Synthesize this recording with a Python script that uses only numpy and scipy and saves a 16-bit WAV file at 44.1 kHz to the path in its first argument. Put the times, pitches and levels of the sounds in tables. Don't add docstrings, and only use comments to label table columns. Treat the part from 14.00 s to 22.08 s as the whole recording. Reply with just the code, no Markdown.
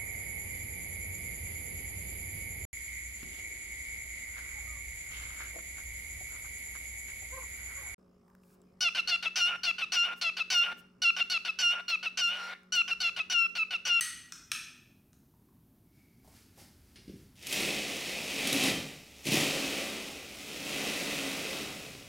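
import sys
import numpy as np
from scipy import signal
from scipy.fft import rfft, irfft
from scipy.io import wavfile
from scipy.ndimage import uniform_filter1d

SR = 44100
rng = np.random.default_rng(int(sys.argv[2]) if len(sys.argv) > 2 else 0)


def digitize_waveform(pressure):
    field = np.atleast_2d(pressure).T
    bounded = np.clip(field, -1, 1)
    quanta = np.round(bounded * 32767).astype(np.int16)
    wavfile.write(sys.argv[1], SR, quanta)


N = 356320
TIME = np.arange(N) / SR

# t/s, ring level/dB, crack level/dB, crack T60/s, crack cutoff/Hz, contact point 0-2
CLINKS = [(0.0095, -2, -5, 0.38, 15040, 0), (0.0178, -17.5, -13.5, 0.057, 15000, 0),
          (0.3225, -5, -19, .006, 14000, 1), (0.3244, -10.5, -24.5, .006, 13940, 1),
          (0.3338, -19, -33.5, .02, 14000, 1), (0.517, -1.5, -8, 0.012, 8960, 2),
          (0.52, -12.5, -6.5, .008, 9000, 2), (0.528, -21, -22.5, .02, 9000, 2),
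          (1.131, -50, -35.5, .008, 15000, 1), (1.142, -54, -51, .008, 15000, 1)]
# f/Hz, width/Hz, level/dB at contact points 0, 1, 2
BOWL_MODES = [(1357, 55, 5, 7, 5), (1921, 20, 23.5, -10.5, 3.5), (2500, 41, 2.5, 5.5, 16.5),
              (2577, 34, -0.5, -10.5, 19.5), (2630, 44, 2.5, -9.5, 14), (2923, 52, 14, -3, 7),
              (3490, 170, 1.5, -8, 9), (3960, 130, -3, -8, 5.5), (4440, 45, 16.5, 2.5, -7),
              (5160, 140, -6.5, -6, 4), (5390, 170, -3, 5.5, 10.5), (5800, 126.4, -8.5, 4, -3),
              (6180, 40, 22, -9.5, -6), (6320, 72, -7.5, -11, 12), (8280, 70, 13, -11, -4),
              (8300, 92, 14.5, -16, -3), (8350, 180, -0.5, -17, 1.5), (10450, 110, 16, -15.5, 8),
              (13130, 200, -8.5, -19, -10)]
# t/s, f/Hz, level/dB
FINGER_TOUCHES = [(1.339, 930, -23.5), (1.487, 1090, -24), (1.525, 950, -26)]

# t/s, level/dB
PULL_1 = [(3.36, -65), (3.536, -33.5), (3.628, -34), (3.84, -39), (4.244, -39.5), (4.69, -29),
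          (4.712, -40.5), (5.038, -59.5), (5.22, -57)]
PULL_2 = [(5.23, -60), (5.268, -31.5), (5.306, -36.5), (5.318, -28.5), (5.502, -35), (5.766, -37.5),
          (6.25, -50)]
PULL_3 = [(6.35, -48.5), (6.648, -42), (6.652, -39), (6.86, -36.5), (7.582, -40.5), (8.08, -57)]
# t/s, clack level/dB, thump level/dB
GLIDER_BUMPS = [(3.355, -36, -47), (3.426, -24, -38), (3.469, -9, -35.5), (3.526, -4, -20),
                (3.602, -12, -14), (4.4724, -3, -17), (4.5281, -1, -9), (4.637, -4.5, -3.5),
                (4.653, -9, -10.5), (4.678, -14, -17), (4.685, -22, -13), (4.735, -23, -13),
                (5.2538, -16, -7.5), (5.268, -17, -9), (5.286, -16, -1.5), (5.32, -10, -2), (5.34, -8, -2),
                (5.372, -27, -8), (5.41, -9, -11), (6.655, -27, -18), (7.1528, -17, -30), (7.622, -25, -14)]
# t/s, thud level/dB, scuff level/dB, tick level/dB (before a common trim)
STEPS = [(2.245, -35, -32, -62), (2.275, -50, -29, -55), (2.574, -37, -25.5, -45), (2.611, -26, -34, -46),
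         (2.958, -34, -52, -21), (2.985, -21, -48, -38), (3.078, -17, -48, -31), (3.094, -10.5, -53, -31),
         (3.135, -18.5, -54, -46)]

# f/Hz, width/Hz, level/dB re broad response
RAIL_MODES = [(148.5, 5.4, -3), (204.4, 13.7, -3), (309.5, 20, -17.5), (548, 25, -9), (645, 12, -9.5),
              (764, 21, -10), (2007, 55, -4.5), (2274, 21, -14), (2440, 31, -7.5), (2560, 60, -3.5),
              (3010, 30, -29.5), (3136, 27, -6.5), (3310, 20, -7.5), (3760, 89, -6.5), (4630, 32, -25)]
METAL_MODES = [(2800, 100, 1), (4270, 90, 0), (4910, 50, 10), (5595, 50, 6), (9650, 160, 3)]

# peak t/s, rise/s, fall/s, level/dB
BOWL_LIFT = [(1.98, 0.16, .5, -74)]
GLIDER_BINDS = [(4.61, .2, .13, -30.5), (7.1, 1, 0.57, -53.5)]
HEM_SWINGS = [(3.65, .2, 0.37, -64), (4.74, .35, 0.12, -44.5), (7.95, .5, .25, -55)]
CLOTH_SNAPS = [(3.53, 0.065, .1, -46), (5.345, .1, .15, -43)]
CLOTHES_BRUSHES = [(1.97, .12, 0.25, -73.5), (2.37, 0.16, 0.14, -60), (2.605, 0.06, 0.089, -55),
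                   (2.9, 0.72, .6, -70.5), (3.2, 0.39, .2, -66.5)]

# f/Hz, relative level/dB
CRACK_SHAPE = [(300, -56.5), (750, -39.5), (1000, -25.5), (1250, 4.5), (1700, 2.5), (3200, 3.5),
               (5000, -0.5), (7400, -2), (9000, 3), (12000, -15.5), (16000, -10)]
RATTLE_SHAPE = [(500, -39.5), (1000, -23), (1500, -20.5), (1850, -6.5), (2200, -2.5), (2620, -0.5),
                (3200, -4), (4500, -9), (6500, -15), (10000, -17.5), (16000, -45)]
DRUM_SHAPE = [(25, -34.5), (65, -23), (112, -18), (145, -6), (200, -1.5), (280, -0.5), (400, 0),
              (560, -2.5), (760, -6), (950, -16.5), (1500, -34.5)]
CLACK_SHAPE = [(600, -29), (1100, -10), (1600, -22), (2500, -2.5), (3500, 0), (5000, -3), (8000, -5.5),
               (11000, -4.5), (16000, -19)]
THUMP_SHAPE = [(25, -37), (62, -27), (100, -16), (130, -2.5), (210, 0), (330, 2.5), (420, -11), (600, -14),
               (1200, -39.5)]
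SWISH_SHAPE = [(900, -3), (3000, -3), (5500, 6), (7500, 1), (10000, -2), (12500, -3.5), (16000, -7)]
HEM_SHAPE = [(25, -20), (65, -4), (95, -13), (125, 2), (150, 2), (200, -6), (400, -30), (1000, -61)]
STEP_THUD_SHAPE = [(30, -18), (90, -4.5), (145, 0.5), (255, 1.5), (310, -4.5), (390, -3.5), (520, -21),
                   (800, -50), (2000, -60)]
STEP_SCUFF_SHAPE = [(200, -11), (550, -4), (800, 0.5), (1100, -12), (1600, -29), (5000, -19.5)]
STEP_TICK_SHAPE = [(1000, -12), (2300, 3), (3400, 1), (4800, 1.5), (6200, -2), (7200, -14), (9500, -7),
                   (12000, -28), (16000, -32)]
CLOTHES_SHAPE = [(500, -20.5), (900, -18.5), (1300, 2.5), (2200, 5), (3300, 1.5), (5000, 5), (7500, 0.5),
                 (11000, 1), (16000, -9)]
AIR_SHAPE = [(12, -54), (20, -21.5), (55, -7.5), (120, -4), (154, -4.5), (177, -7), (248, -5), (459, -21),
             (542, -29), (590, -23.5), (923, -29), (1960, -37), (7950, -39.5), (13900, -30), (16000, -39)]
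VENTILATION_SHAPE = [(20, -18), (40, -23), (52, -3), (64, -1.5), (85, -2), (130, -35), (300, -25),
                     (1000, -33), (4000, -43)]

# f/Hz, T60/s
KITCHEN_T60 = [(300, 0.48), (2200, 0.74), (5500, 0.58), (9000, 0.61), (15000, 0.25)]
BEDROOM_T60 = [(100, 1), (300, 0.44), (2500, 0.59), (6000, 0.5), (14000, 0.43)]


def spoon():
    cracks = np.zeros(N)
    for t_s, _, crack_db, t60_s, cutoff_hz, _ in CLINKS:
        lowpass = signal.butter(3, cutoff_hz, fs=SR, output="sos")
        cracks += signal.sosfilt(lowpass, bursts([t_s], [crack_db], t60_s) + 1e-18)
    clinks = colour(cracks, CRACK_SHAPE)
    times_s, ring_db, *_, point = np.transpose(CLINKS)
    onsets = np.round(times_s * SR).astype(int)
    for f_hz, width_hz, *point_db in BOWL_MODES:
        strikes = np.zeros(N)
        strikes[onsets] = from_db(ring_db + np.array(point_db)[point.astype(int)])
        clinks += resonance(strikes, f_hz, width_hz)
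    highpass = signal.butter(4, 1050, "high", fs=SR, output="sos")
    return signal.sosfilt(highpass, clinks)


def fingers():
    return sum(resonance(bursts([t_s], [level_db], t60_s=0.01), f_hz, width_hz=97)
               for t_s, f_hz, level_db in FINGER_TOUCHES)


def lifted_bowl(ring_hz=2220):
    rubbing = resonance(rng.standard_normal(N), ring_hz, width_hz=600)
    return swells(BOWL_LIFT) * rms_one(resonance(rubbing, ring_hz, width_hz=130))


def curtain_motion(rail_lag_s=0.024):
    times_s, level_db = np.vstack([PULL_1, PULL_2, PULL_3]).T
    speed = from_db(np.interp(TIME, times_s, level_db, left=-120))
    pole = np.exp(-1 / (rail_lag_s * SR))
    shaking = signal.lfilter([1 - pole], [1, -pole], speed)
    gathered = np.cumsum(speed) / speed.sum()
    return speed, shaking, gathered


def gliders(speed, shaking, gathered):
    rattle_db, drum_db, rub_db = -2, -7.5 + 3 * gathered, -18.5 + 8.5 * gathered
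    chatter = grains(rate_per_s=400 + 1000 * np.sqrt(speed / speed.max()), spread_db=2.5)
    sliding = chatter + from_db(-5.5) * rng.standard_normal(N)
    rattle = speed * from_db(rattle_db) * colour(sliding, RATTLE_SHAPE)
    drum = shaking * from_db(drum_db) * colour(sliding, DRUM_SHAPE)
    friction = resonance(rng.standard_normal(N), f_hz=1170, width_hz=580)
    rub = shaking * from_db(rub_db) * rms_one(resonance(friction, f_hz=1360, width_hz=1840))
    times_s, clack_db, thump_db = np.transpose(GLIDER_BUMPS)
    clacks = colour(bursts(times_s, clack_db, t60_s=0.035), CLACK_SHAPE)
    thumps = colour(bursts(times_s, thump_db, t60_s=0.035), THUMP_SHAPE)
    return add_modes(rattle + drum + rub + clacks + thumps, RAIL_MODES)


def rail_groan(shaking, gathered, mode_hz=273.2):
    friction = resonance(rng.standard_normal(N), mode_hz, width_hz=200)
    drag = shaking * from_db(-17 + 1.5 * gathered) + swells(GLIDER_BINDS)
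    return drag * rms_one(resonance(friction, mode_hz, width_hz=12))


def curtain_cloth(speed, shaking, gathered):
    swish_db, steady_pull_db, hem_db = -45 + gathered, -37, -36
    rubbing = grains(rate_per_s=1600, spread_db=3.5) + from_db(-4) * rng.standard_normal(N)
    swish_gain = from_db(swish_db) * (speed / from_db(steady_pull_db)) ** 0.79 + swells(CLOTH_SNAPS)
    hem_gain = from_db(hem_db) * shaking + swells(HEM_SWINGS)
    return swish_gain * colour(rubbing, SWISH_SHAPE) + hem_gain * colour(rng.standard_normal(N), HEM_SHAPE)


def walker(tick_trim_db=-3):
    times_s, thud_db, scuff_db, tick_db = np.transpose(STEPS)
    thuds = colour(bursts(times_s, thud_db, t60_s=0.09), STEP_THUD_SHAPE)
    scuffs = colour(bursts(times_s, scuff_db, t60_s=0.17), STEP_SCUFF_SHAPE)
    ticks = colour(bursts(times_s, tick_db + tick_trim_db, t60_s=0.11), STEP_TICK_SHAPE)
    clothes = swells(CLOTHES_BRUSHES) * colour(grains(rate_per_s=6600, spread_db=0.5), CLOTHES_SHAPE)
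    return thuds + scuffs + add_modes(ticks, METAL_MODES) + clothes


def background(air_db=-63.5, ventilation_db=-64.5, bedroom_from_s=2.23):
    air = colour(rng.standard_normal(N), AIR_SHAPE)
    rumble = colour(rng.standard_normal(N) * (TIME > bedroom_from_s), VENTILATION_SHAPE)
    return from_db(air_db) * air + from_db(ventilation_db) * rumble


def room(x, t60_table, direct_db, buildup_s):
    age_s, f_hz = TIME[:SR], np.fft.rfftfreq(SR, 1 / SR)
    white, tail = rfft(rng.standard_normal(SR)), 0
    edges_hz = np.geomspace(20, SR / 2, 16)
    for low_hz, high_hz in zip(edges_hz, edges_hz[1:]):
        band = irfft(white * ((f_hz >= low_hz) & (f_hz < high_hz)), SR)
        tail += band * from_db(-60 * age_s / at_hz(t60_table, np.sqrt(low_hz * high_hz)))
    tail *= np.clip(age_s / buildup_s, 0, 1) ** 2
    spectrum = rfft(tail / np.linalg.norm(tail) + from_db(direct_db) * (age_s == 0))
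    flat = spectrum / np.sqrt(uniform_filter1d(np.abs(spectrum) ** 2, 41))
    return signal.fftconvolve(x, irfft(flat, SR)[:SR * 3 // 4])[:N]


def bursts(times_s, energies_db, t60_s):
    out, age_s = np.zeros(N + SR), TIME[:SR // 4]
    for t_s, energy_db in zip(times_s, energies_db):
        burst = rng.standard_normal(len(age_s)) * from_db(-60 * age_s / t60_s)
        start = round(t_s * SR)
        out[start:start + len(burst)] += from_db(energy_db) * burst / np.linalg.norm(burst)
    return out[:N]


def grains(rate_per_s, spread_db):
    hits = rng.random(N) < rate_per_s / SR
    sizes = from_db(spread_db * np.minimum(rng.exponential(1, N), 3.5))
    signs = rng.choice([-1, 1], N)
    return rms_one(hits * sizes * signs / np.sqrt(rate_per_s))


def swells(rows):
    return sum(from_db(level_db - 20 * np.maximum((t_s - TIME) / rise_s, (TIME - t_s) / fall_s))
               for t_s, rise_s, fall_s, level_db in rows)


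def colour(x, shape, n_fft=8192):
    cepstrum = irfft(np.log(from_db(at_hz(shape, np.fft.rfftfreq(n_fft, 1 / SR)))))
    causal_fold = 1 + np.sign(n_fft // 2 - np.arange(n_fft))
    response = irfft(np.exp(rfft(cepstrum * causal_fold)))
    return signal.fftconvolve(x, response / np.linalg.norm(response))[:N]


def resonance(x, f_hz, width_hz):
    r = np.exp(-np.pi * width_hz / SR)
    feedback = [1, -2 * r * np.cos(2 * np.pi * f_hz / SR), r * r]
    return signal.lfilter(np.array([1, 0, -1]) * (1 - r * r) / 2, feedback, x + 1e-18)


def add_modes(x, modes):
    return x + sum(from_db(level_db) * resonance(x, f_hz, width_hz) for f_hz, width_hz, level_db in modes)


def at_hz(table, f_hz):
    knots_hz, values = np.transpose(table)
    return np.interp(np.log(f_hz + 1e-9), np.log(knots_hz), values)


def from_db(level_db):
    return 10 ** (np.asarray(level_db) / 20)


def rms_one(x):
    return x / np.sqrt(np.mean(x ** 2) + 1e-20)


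def scene():
    kitchen = room(spoon() + fingers() + lifted_bowl(), KITCHEN_T60, direct_db=0.5, buildup_s=0.0075)
    speed, shaking, gathered = curtain_motion()
    rail = gliders(speed, shaking, gathered) + rail_groan(shaking, gathered)
    cloth = curtain_cloth(speed, shaking, gathered)
    bedroom = room(rail + cloth + walker(), BEDROOM_T60, direct_db=1.0, buildup_s=0.0084)
    pan_db = [[0.35], [-0.35]]
    return kitchen * from_db(pan_db) + bedroom + background()


def record(dry):
    cutoff_hz = 15800
    return signal.sosfilt(signal.ellip(12, 0.1, 90, cutoff_hz, fs=SR, output="sos"), dry)


dry = scene()
out = record(dry)
digitize_waveform(out)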